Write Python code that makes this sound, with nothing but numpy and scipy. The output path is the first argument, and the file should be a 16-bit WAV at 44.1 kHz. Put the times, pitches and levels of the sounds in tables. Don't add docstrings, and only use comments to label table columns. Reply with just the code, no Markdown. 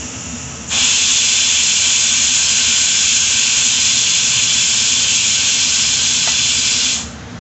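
import sys
import numpy as np
from scipy import signal
from scipy.fft import rfft, irfft
from scipy.io import wavfile
from scipy.ndimage import uniform_filter1d

SR = 44100
rng = np.random.default_rng(int(sys.argv[2]) if len(sys.argv) > 2 else 0)


def master_out(mix):
    frames = np.transpose(np.atleast_2d(mix))
    ceiling = np.clip(frames, -1, 1)
    pcm = np.round(ceiling * 32767).astype(np.int16)
    wavfile.write(sys.argv[1], SR, pcm)


N = 330564
TIME_S = np.arange(N) / SR
FREQ_HZ = np.maximum(np.arange(N // 2 + 1) * SR / N, 1)
OPEN_S, CLOSE_S, END_S = 0.686, 6.927, 7.39


def jet():
    # frequency in Hz, relative level in dB.
    spectrum = [(600, -22), (1300, -16.5), (2050, -14.5), (2400, -11.5), (3400, -9), (3750, -6.5),
                (5500, -6), (6400, 1), (7600, 0.5), (7950, -14), (8400, -32)]
    # frequency in Hz, width in Hz, lift in dB.
    valve_modes = [(840, 29, 4), (1007, 32, 6), (1080, 27, 6), (2146, 27, 8), (2356, 44, 13),
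                   (2495, 68, 9.5), (2534, 120, 7.5), (2686, 53, 13.5), (2850, 42, 11), (2917, 67, 11.5),
                   (3104, 43, 13.5), (3210, 39, 11), (3334, 46, 12.5), (3446, 80, 11), (3680, 18, 8.5),
                   (3940, 27, 3.5), (4040, 30, 11), (4223, 170, 5.5), (4160, 52, 4), (4410, 46, 6.5),
                   (4887, 41, 8), (5000, 69, 5.5), (5263, 72, 9), (5740, 171, 5), (6645, 210, 4),
                   (6920, 99, 1), (7180, 170, 2)]
    # full-pressure level in dB, lead in s,
    # rise in s, loss over the blast in dB, closing fall in dB/s.
    envelopes = [(-15, -0.003, 0.083, 5, 145), (-17.5, .002, 0.14, 2.4, 168), (-12, .022, .165, 6, 149)]
    source = rng.standard_normal(N) + undb(-12) * spray(rate_per_s=1500, spread_db=4.5)
    steam = colour(source, spectrum, valve_modes)
    edges_hz = [2, 2000, 3000, 3800, 5800, 6900, 20000]
    bands = []
    for low_hz, high_hz in zip(edges_hz, edges_hz[1:]):
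        flutter_db = 0.25 * walk(1.4) + 0.48 * walk(9.6) + 0.6 * walk(60)
        bands.append(band(steam, low_hz, high_hz) * undb(flutter_db))
    registers = sum(bands[:3]), bands[3], sum(bands[4:])
    blast = sum(unit(part) * undb(db) * flow(*shape) for part, (db, *shape) in zip(registers, envelopes))
    return blast * undb(0.16 * walk(40))


def spray(rate_per_s, spread_db):
    hits = rng.random(N) < rate_per_s / SR
    sizes = undb(spread_db * np.minimum(rng.exponential(size=N), 4))
    return unit(hits * sizes * rng.choice([-1, 1], N))


def flow(lead_s, rise_s, loss_db, fall_db_per_s):
    open_for_s = np.maximum(TIME_S - OPEN_S + lead_s, 0)
    closed_for_s = np.maximum(TIME_S - CLOSE_S - lead_s, 0)
    spent = np.minimum(open_for_s / (CLOSE_S - OPEN_S), 1) ** 2.9
    return (1 - np.exp(-open_for_s / rise_s)) * undb(-loss_db * spent - fall_db_per_s * closed_for_s)


def whistle():
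    fresh = np.exp(-np.maximum(TIME_S - OPEN_S, 0) / 0.6)
    handover = swell(at_s=2.8, half_s=0.7)
    pipe_db = -24 + 6 * fresh - 5.5 * handover + 1.5 * walk(5)
    pipe = waver(hz=3449, width_hz=44) * undb(pipe_db)
    hollow = waver(hz=1542, width_hz=80) * undb(-34.5 + 4.5 * handover)
    return (pipe + hollow) * flow(lead_s=-0.028, rise_s=0.086, loss_db=2, fall_db_per_s=190)


def waver(hz, width_hz):
    pole = np.exp((2j * np.pi * hz - np.pi * width_hz) / SR)
    ring = signal.lfilter([1], [1, -pole], rng.standard_normal(N))
    return unit(ring.real / (1 + 0.1 * unit(np.abs(ring))))


def leak():
    # frequency in Hz, relative level in dB.
    thin_spectrum = [(1200, -15.5), (2050, -12.5), (2550, -6.5), (3000, -7.5), (3500, -9), (3900, -14),
                     (4800, -12.5), (5500, -10), (6100, -3), (7300, -3), (7620, -5.5), (7950, -20),
                     (8500, -36.5)]
    wet_spectrum = [(500, -11.5), (750, -2), (1000, -14), (1400, 1), (2000, -9), (3350, -5.5), (5050, -10),
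                    (5800, -8), (6700, -7), (7500, -15), (8500, -44)]
    # frequency in Hz, width in Hz, lift in dB.
    gap_modes = [(1290, 30, 16.5), (2720, 120, 7), (2960, 67, 4.5), (5330, 130, 7.5), (5780, 240, 7),
                 (6280, 220, 1.5), (6700, 130, 0), (6780, 150, 7), (7230, 160, 5.5)]
    thinning_db = 4 * np.exp(np.minimum(TIME_S - OPEN_S, 0) / 0.24)
    before = colour(rng.standard_normal(N), thin_spectrum, gap_modes) * undb(-28.5 - thinning_db)
    after = colour(rng.standard_normal(N), wet_spectrum) * undb(-40.5)
    hiss = before * (1 - ramp(OPEN_S + 0.02, 0.02)) + after * ramp(CLOSE_S, 0.03)
    return hiss * undb(0.43 * walk(35))


def spit():
    # start in s, length in s, level in dB.
    puffs = [(0.706, 0.084, -28), (6.955, 0.067, -30.5)]
    spectrum_hz_db = [(300, -20.5), (750, 5), (1600, 3), (2700, -11), (3600, 4.5), (5000, -22)]
    envelope = sum(undb(db) * ramp(at_s, 0.008) * (1 - ramp(at_s + length_s, 0.048))
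                   for at_s, length_s, db in puffs)
    return colour(rng.standard_normal(N), spectrum_hz_db) * envelope


def knock():
    # time in s, level in dB.
    blows = [(6.274, -20)]
    # frequency in Hz, relative level in dB, 60 dB decay time in s.
    modes = [(442, -10, .2), (720, 0.5, 0.1), (820, 2, 0.046), (886, 2, .09), (1230, -5, .12),
             (1660, -8, .15), (1980, 5, .13)]
    t = TIME_S[:SR // 2]
    ring = sum(undb(db - 60 * t / t60_s) * np.sin(2 * np.pi * hz * t) for hz, db, t60_s in modes)
    rattle_hz_db = [(350, -18.5), (680, -3), (920, -5.5), (1100, -7), (2000, -4), (2600, -35)]
    rattle = colour(rng.standard_normal(N), rattle_hz_db)[:len(t)] * np.exp(-t / 0.024)
    impulses = np.zeros(N)
    for at_s, db in blows:
        impulses[int(at_s * SR)] += undb(db)
    return signal.fftconvolve(impulses, 0.5 * ring + 0.95 * rattle)[:N]


def stove():
    # frequency in Hz, relative level in dB.
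    spectrum = [(25, -19), (52, -30), (66, -2), (262, 0.5), (280, -10), (640, -4.5), (1300, -8),
                (2000, -10), (3500, -22.5), (8000, -44.5)]
    # frequency in Hz, width in Hz, lift in dB.
    modes = [(72, 8.4, 16.9), (83, 6, 12.6), (100, 3.6, 10), (114.6, 2.7, 17.2), (132, 3, 16.8),
             (169, 4.7, 14), (223.7, 14, 11.1), (245, 24, 12.5), (310, 9.5, 12), (459, 21, 10.4),
             (585, 5, 7)]
    # centre in s, half length in s, level in dB.
    swells = [(4.35, 0.2, -34), (5.0, .45, -40), (7.148, .3, -46)]
    rumble = colour(rng.standard_normal(N), spectrum, modes) * undb(-30.5)
    drone = band(waver(hz=115, width_hz=11), low_hz=80, high_hz=160)
    return rumble + drone * sum(undb(db) * swell(at_s, half_s) for at_s, half_s, db in swells)


def kitchen(x, t60_s, wet_db):
    t = TIME_S[:SR // 2]
    tail = rng.standard_normal(len(t)) * undb(-60 * t / t60_s) * (t > 0.004)
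    return x + undb(wet_db) * signal.fftconvolve(x, tail / np.linalg.norm(tail))[:N]


def gain_control(x, threshold_db, ratio, sense_s, slew_s):
    level_db = 10 * np.log10(lag(x ** 2, sense_s) + 1e-12)
    cut_db = np.maximum(level_db - threshold_db, 0) * (1 - 1 / ratio)
    return x * undb(-lag(cut_db, slew_s))


def undb(db):
    return 10 ** (np.asarray(db) / 20)


def unit(x):
    return x / np.sqrt(np.mean(x ** 2))


def ramp(at_s, width_s):
    return 0.5 + 0.5 * np.tanh((TIME_S - at_s) / width_s)


def swell(at_s, half_s):
    return np.exp(-((TIME_S - at_s) / half_s) ** 2)


def walk(rate_hz):
    window = max(int(SR / rate_hz), 2)
    return unit(uniform_filter1d(uniform_filter1d(rng.standard_normal(N), window), window))


def lag(x, tau_s):
    pole = np.exp(-1 / (tau_s * SR))
    return signal.lfilter([1 - pole], [1, -pole], x)


def colour(x, spectrum, modes=()):
    hz, db = np.transpose(spectrum)
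    broad = undb(np.interp(np.log(FREQ_HZ), np.log(hz), db))
    power = 1 + sum((undb(lift_db) ** 2 - 1) / (1 + (2 * (FREQ_HZ - mode_hz) / width_hz) ** 2)
                    for mode_hz, width_hz, lift_db in modes)
    return unit(irfft(rfft(x) * broad * np.sqrt(np.abs(power)), N))


def band(x, low_hz, high_hz):
    gain = 1 / (1 + (FREQ_HZ / high_hz) ** 20) - 1 / (1 + (FREQ_HZ / low_hz) ** 20)
    return irfft(rfft(x) * gain, N)


def scene():
    cooker = jet() + whistle() + spit() + leak() + knock()
    return (kitchen(cooker, t60_s=0.19, wet_db=-12.5) + stove())[None, :]


def record(dry):
    ceiling, cutoff_hz = 0.8, 8500
    sound = gain_control(dry, threshold_db=-16, ratio=2.89, sense_s=0.024, slew_s=0.033)
    sound = sound / (1 + np.abs(sound / ceiling) ** 6) ** (1 / 6)
    sound = sound * (1 - ramp(END_S, 0.002))
    return signal.sosfilt(signal.ellip(10, 0.2, 80, cutoff_hz, fs=SR, output="sos"), sound)


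dry = scene()
out = record(dry)
master_out(out)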